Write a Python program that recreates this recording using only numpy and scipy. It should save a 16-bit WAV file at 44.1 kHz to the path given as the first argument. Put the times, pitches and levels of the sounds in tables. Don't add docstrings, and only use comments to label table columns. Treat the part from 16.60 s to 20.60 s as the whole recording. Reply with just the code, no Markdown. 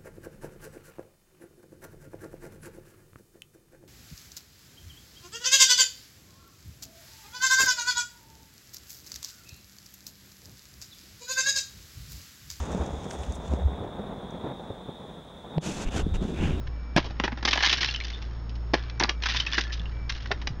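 import sys
import numpy as np
from scipy import signal
from scipy.fft import rfft, irfft
from scipy.io import wavfile
from scipy.ndimage import uniform_filter1d

SR = 44100
rng = np.random.default_rng(int(sys.argv[2]) if len(sys.argv) > 2 else 0)


def int16_out(signal):
    q = np.round(np.clip(np.atleast_2d(signal).T, -1, 1) * 32767)
    wavfile.write(sys.argv[1], SR, q.astype(np.int16))


N = 4 * SR
TOP_HZ = 7200


def amp(db):
    return 10 ** (np.asarray(db) / 20)


def unit_rms(x):
    return x / np.sqrt(np.mean(x ** 2) + 1e-20)


def unit_energy(x):
    return x / np.sqrt(np.sum(x ** 2) + 1e-20)


def curve(table, column=1):
    rows = np.array(table)
    return np.interp(np.arange(N) / SR, rows[:, 0], rows[:, column])


def add(out, start_s, x):
    i = max(int(start_s * SR), 0)
    out[i:i + len(x)] += x[:N - i]


def band(x, lo_hz, hi_hz, order=3):
    return signal.sosfilt(signal.butter(order, [lo_hz, hi_hz], "band", fs=SR, output="sos"), x)


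def colour(x, points, size=2048):
    hz, db = np.array(points).T
    bins_hz = np.arange(size + 1) * SR / 2 / size
    gain = amp(np.interp(np.log(bins_hz + 1), np.log(hz), db))
    cepstrum = irfft(np.log(gain))
    cepstrum[1:size] *= 2
    cepstrum[size + 1:] = 0
    impulse = irfft(np.exp(rfft(cepstrum)))[:size]
    return signal.fftconvolve(x, impulse)[:len(x)]


def drift(rate_hz):
    hold = int(SR / rate_hz)
    steps = np.repeat(rng.standard_normal(N // hold + 1), hold)
    return unit_rms(uniform_filter1d(steps, hold)[:N])


def fade(t, t60_s):
    return np.exp(-np.log(1000) * t / t60_s)


def rise(t, attack_s=0.004):
    return 1 - np.exp(-t / attack_s)


def sine(hz, t):
    return np.sin(2 * np.pi * hz * t)


# time in seconds, firing rate in Hz, level in dB.
IDLE = [(0, 56.76, -34.5), (1.1, 58.77, -36), (1.6, 56.28, -34.5), (2.1, 57.7, -31), (3.2, 56.77, -32),
        (4, 57.26, -35)]
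# multiple of the firing rate, relative level in dB, depth of random dips in dB.
IDLE_HARMONICS = [(1, 1, 1.9), (2, -9, 9)]

def engine():
    phase = 2 * np.pi * np.cumsum(curve(IDLE)) / SR
    hum = sum(amp(db - dip_db * np.abs(drift(7.1))) * np.sin(round(k) * phase)
              for k, db, dip_db in IDLE_HARMONICS)
    return unit_rms(hum) * amp(curve(IDLE, column=2))


# frequency in Hz, relative gain in dB.
AIR_SPECTRUM = [(140, 1), (350, -8), (700, -14), (1300, -15.5), (2600, -29), (5300, -32.5), (7000, -67.5)]

def air(level_db=-47.5):
    hiss = colour(rng.standard_normal(N), AIR_SPECTRUM)
    return amp(level_db) * unit_rms(band(hiss, 130, 2 * TOP_HZ))


# time in seconds, level in dB.
WIND_LEVELS = [(0, -34), (.3, -48), (.45, -36), (.7, -43.5), (3.05, -45.5), (3.4, -37), (3.7, -41),
               (3.92, -36.5)]
# frequency in Hz, relative gain in dB.
WIND_SPECTRUM = [(10, 7), (35, 7.5), (90, 4), (165, -7.5), (260, -43.5), (600, -54)]

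def wind():
    return unit_rms(colour(rng.standard_normal(N), WIND_SPECTRUM)) * amp(curve(WIND_LEVELS))


# frequency in Hz, level in dB.
WHISTLE_TONES = [(5362, -67), (6638, -76.5)]

def whistle():
    t = np.arange(N) / SR
    return sum(amp(db) * unit_rms(sine(hz, t) * (1 + 0.19 * drift(160))) for hz, db in WHISTLE_TONES)


def plate(modes_hz, t60_s=0.023, tick=3.0, ring=0.66, size=3000):
    t = np.arange(size) / SR
    response = ring * unit_energy(sum(sine(hz, t) for hz in modes_hz) * fade(t, t60_s))
    response[0] += tick
    return response


LEAD_S = 0.005
BODY_EDGE_HZ, MID_EDGE_HZ, TREBLE_EDGE_HZ = 157, 747, 2424
# frequency in Hz, relative gain in dB.
ICE_SPECTRUM = [(170, -2), (350, 1.5), (480, -5.5), (680, -5), (1000, 7), (1300, 7), (1800, 13), (2200, 7),
                (3400, 8.5), (4000, 6.5), (5400, 5), (6300, -3.5), (7000, -16)]

def fracture(crumble_s, body_db, mid_db, treble_db, cracks_per_s=2900, size=5000, mode_count=16):
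    main = int(LEAD_S * SR)
    t = (np.arange(size) - main) / SR
    decay_s = np.sqrt(0.0092 * crumble_s)
    cracks = (rng.random(size) < cracks_per_s / SR) * rng.choice([-1, 1], size)
    cracks = cracks * amp(4.5 * rng.standard_normal(size).clip(-2, 2))
    cracks[main] = amp(4)
    lead_in = amp(-17) * (1 + t / LEAD_S)
    crumbling = np.exp(-np.maximum(t - crumble_s, 0) / decay_s)
    cracks *= np.where(t < 0, lead_in, crumbling)
    positions = (np.arange(mode_count) + rng.random(mode_count)) / mode_count
    modes_hz = MID_EDGE_HZ + (TOP_HZ - MID_EDGE_HZ) * positions ** 1.4
    crunch = colour(signal.fftconvolve(cracks, plate(modes_hz))[:size], ICE_SPECTRUM)
    edges_hz = [BODY_EDGE_HZ, MID_EDGE_HZ, TREBLE_EDGE_HZ, 2 * TOP_HZ]
    bands = [amp(db) * unit_energy(band(crunch, lo, hi, order=4))
             for db, lo, hi in zip((body_db, mid_db, treble_db), edges_hz, edges_hz[1:])]
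    return sum(bands) * np.sqrt((crumble_s + decay_s / 2) * SR)


# start and crumbling time in seconds, then body, mid and treble levels in dB.
PIECES = [(0.07, 0.0038, -69, -44.5, -47.5), (.379, 0.0016, -13.5, -39, -24.5),
          (0.443, 0.02, -39.5, -55, -44), (0.506, 0.0044, -38.5, -50, -47.5),
          (0.599, 0.0017, -21.5, -23.5, -29), (0.637, 0.011, -27, -29.5, -30),
          (0.678, 0.0021, -29, -25, -39), (0.72, 0.0046, -39.5, -36.5, -46.5),
          (0.773, 0.011, -42.5, -43.5, -48.5), (.827, 0.0031, -33, -36.5, -37),
          (0.8507, 0.004, -28, -27.5, -20.5), (0.876, 0.0025, -32, -22, -26),
          (.883, 0.0043, -31.5, -34, -22), (0.91, 0.0016, -36, -54, -21.5),
          (0.929, 0.0064, -36, -24, -21.5), (0.957, 0.0047, -30.5, -34, -35.5),
          (0.974, 0.0055, -31.5, -26.5, -41), (1.006, 0.0012, -38, -23, -30),
          (1.025, 0.0016, -31.5, -36, -23), (1.036, 0.0012, -42, -16, -24), (1.045, 0.0046, -44, -23, -25),
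          (1.061, 0.0043, -39, -25.5, -20.5), (1.073, 0.0012, -38, -28, -21),
          (1.095, 0.0031, -53, -30, -23), (1.101, .0015, -45, -33, -21), (1.111, 0.0071, -38.5, -49, -27.5),
          (1.127, 0.0071, -34.5, -29, -19.5), (1.171, 0.011, -46, -59, -31.5),
          (1.208, 0.013, -40.5, -40.5, -26.5), (1.23, 0.002, -54, -22.5, -24.5),
          (1.245, 0.0024, -41, -30, -22.5), (1.282, 0.0054, -43.5, -48, -33),
          (1.449, 0.002, -49, -54, -33.5), (1.501, 0.0026, -54, -47, -36.5), (1.623, 0.0035, -52, -49, -43),
          (1.895, 0.0017, -67, -76.5, -43.5), (1.954, 0.0043, -70, -65, -49),
          (2.14, 0.0011, -19, -19, -22.5), (2.15, 0.0015, -24, -29, -31), (2.298, 0.0013, -61, -43, -37),
          (2.4, 0.0013, -33, -23, -24), (2.408, 0.0032, -22, -27, -29.5),
          (2.4252, 0.0012, -25.5, -21.5, -35.5), (2.435, 0.0021, -25.5, -29, -22.5),
          (2.441, 0.0036, -30, -25.5, -35), (2.482, 0.017, -38.5, -36.5, -66),
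          (2.493, 0.0024, -36.5, -29, -20), (2.623, 0.0027, -44, -39, -34.5), (2.635, 0.003, -44, -33, -27),
          (2.657, 0.0078, -46.5, -27, -29), (2.687, 0.017, -45.5, -37, -29),
          (2.746, 0.0062, -40.5, -32, -33.5), (2.768, 0.0031, -53, -39, -23),
          (2.799, 0.0059, -57, -36, -27), (2.865, 0.0094, -57.5, -41.5, -36),
          (2.933, 0.00076, -47, -37, -23), (2.942, 0.0027, -50, -51, -28),
          (2.979, 0.008, -30.5, -28.5, -27), (3.01, 0.0013, -50, -45, -23.5),
          (3.123, 0.012, -58.5, -82, -34.5), (3.495, 0.0043, -75, -32, -28),
          (3.657, 0.0026, -80, -37.5, -43.5), (3.707, 0.0067, -30, -46, -61.5),
          (3.715, 0.0019, -31, -21, -26.5), (3.816, 0.004, -52, -42, -42.5),
          (3.872, 0.0015, -34.5, -29, -26)]

def breaking_pieces():
    out = np.zeros(N)
    for start_s, *piece in PIECES:
        add(out, start_s - LEAD_S, fracture(*piece))
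    return out


# start in seconds, end in seconds, level in dB.
WHINE_SPANS = [(.12, 0.36, -62), (2.22, 2.603, -59.5), (3.321, 3.48, -57.5)]

def whine(pitch_hz=2320, jitter_hz=10):
    t = np.arange(N) / SR
    gate = sum(amp(db) * ((t > start_s) & (t < end_s)) for start_s, end_s, db in WHINE_SPANS)
    phase = 2 * np.pi * np.cumsum(pitch_hz + jitter_hz * drift(160)) / SR
    return uniform_filter1d(gate, size=900) * unit_rms(np.sin(phase))


# bending mode frequency in Hz, level in dB.
SHEET_MODES = [(665, -9.5), (850, -10.5), (990, -16)]
# start and crumbling time in seconds, body, mid, treble and thump levels in dB, thump in Hz.
BLOWS = [(0.3632, 0.011, -26, -23.5, -26.5, -4.5, 192), (2.136, 0.004, -23, -30.5, -27.5, -11, 298)]

def hand_blows(sheet_t60_s=0.03, thump_t60_s=0.02):
    out, t = np.zeros(N), np.arange(3000) / SR
    bending = sum(amp(db) * sine(hz, t) for hz, db in SHEET_MODES) * fade(t, sheet_t60_s) * rise(t)
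    for start_s, *split, thump_db, thump_hz in BLOWS:
        thump = amp(thump_db) * sine(thump_hz, t) * fade(t, thump_t60_s)
        add(out, start_s - LEAD_S, fracture(*split))
        add(out, start_s, thump + bending)
    return out


def fragments(lo_hz, hi_hz, bounces_per_s=200, ring_t60_s=0.13, scrape_t60_s=0.019, size=1400):
    out, t = np.zeros(N), np.arange(size) / SR
    ring_decay, scrape_decay = unit_energy(fade(t, ring_t60_s)), unit_energy(fade(t, scrape_t60_s))
    for when, pitch, overtone, strength in rng.random((bounces_per_s * N // SR, 4)):
        hz = lo_hz + (hi_hz - lo_hz) * pitch
        ring = ring_decay * (sine(hz, t) + 0.5 * sine(hz * (1 + overtone), t))
        scrape = 3 * scrape_decay * rng.standard_normal(size)
        bounce_db = -6.5 * np.log(strength + 0.02)
        add(out, when * N / SR, amp(bounce_db) * (ring + scrape))
    rain = unit_rms(band(colour(out, ICE_SPECTRUM), 0.67 * lo_hz, 2.17 * hi_hz, order=2))
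    return rain / np.sqrt(uniform_filter1d(rain ** 2, size) + 0.14)


# time in seconds, gain of large fragments in dB, gain of small fragments in dB.
SKITTER_GAINS = [(.36, -64, -83), (.39, -47, -41), (.55, -57.5, -65), (.83, -53, -69), (.9, -44, -38),
                 (1.06, -36, -24.5), (1.17, -37.5, -42.5), (1.25, -38, -33.5), (1.36, -50.5, -37),
                 (1.65, -54, -54.5), (1.85, -68, -67), (2.13, -89, -68), (2.17, -43, -48.5),
                 (2.33, -58, -62), (2.46, -58, -75), (2.61, -58, -76), (2.64, -46, -35.5),
                 (2.78, -39.5, -33), (2.85, -45, -47), (2.96, -31.5, -34.5), (3.06, -48.5, -44),
                 (3.3, -55, -60.5), (3.48, -63, -81), (3.52, -50, -39.5), (4, -61, -81)]

def skitter():
    large = fragments(1100, 2000) * amp(curve(SKITTER_GAINS))
    small = fragments(2700, 4500) * amp(curve(SKITTER_GAINS, column=2))
    return large + small


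# start in seconds, frequency in Hz, level in dB, T60 in seconds.
LOW_BUMPS = [(0.723, 240, -21, 0.055), (3.197, 167.1, -32.5, 0.21), (3.714, 410, -18, 0.054),
             (3.905, 110, -15.5, 0.052)]

def low_bumps():
    out, t = np.zeros(N), np.arange(7000) / SR
    for start_s, hz, db, t60_s in LOW_BUMPS:
        add(out, start_s, amp(db) * sine(hz, t) * fade(t, t60_s) * rise(t))
    return out


# start in seconds, frequency in Hz, level in dB, T60 in seconds.
SHARDS = [(0.91, 3400, -26.5, 0.1), (1.096, 3385, -18, 0.04), (1.289, 2780, -21.5, 0.039),
          (1.31, 4400, -28.5, 0.033), (1.347, 3054, -22.5, 0.053), (1.411, 2290, -26.5, 0.024),
          (1.535, 3540, -37.5, 0.15), (2.398, 5800, -20, 0.021), (2.437, 4540, -13, 0.014),
          (2.802, 3050, -17, 0.034), (2.868, 2620, -23, 0.045), (2.925, 3440, -24, .035),
          (2.934, 1740, -25.5, 0.051), (2.982, 1630, -16.5, 0.029), (3.051, 1745, -39.5, 0.26),
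          (3.106, 1754, -33.5, 0.061), (3.197, 3450, -31.5, 0.026), (3.257, 2772, -35.5, 0.047)]

def ringing_shards(detune=0.06):
    out, t = np.zeros(N), np.arange(6000) / SR
    for start_s, hz, db, t60_s in SHARDS:
        partner_hz = hz * (1 + detune * rng.standard_normal())
        pair = sine(hz, t) + 0.5 * sine(partner_hz, t)
        add(out, start_s, amp(db) * pair * fade(t, t60_s))
    return out


def with_reflections(x, t60_s=0.1, wet_db=-15.5):
    t = np.arange(14000) / SR
    tail = unit_energy(rng.standard_normal(len(t)) * fade(t, t60_s) * rise(t, attack_s=0.014))
    return x + amp(wet_db) * signal.fftconvolve(x, tail)[:N]


def scene():
    ice = with_reflections(skitter() + hand_blows() + breaking_pieces() + ringing_shards())
    return (ice + low_bumps() + engine() + air() + wind() + whine() + whistle())[None]


def record(dry, ceiling=0.52):
    heard = signal.sosfilt(signal.ellip(8, 0.3, 55, TOP_HZ, fs=SR, output="sos"), dry)
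    clipped = heard / (1 + (heard / ceiling) ** 10) ** (1 / 10)
    return signal.sosfilt(signal.ellip(8, 0.3, 70, 15000, fs=SR, output="sos"), clipped)


dry = scene()
out = record(dry)
int16_out(out)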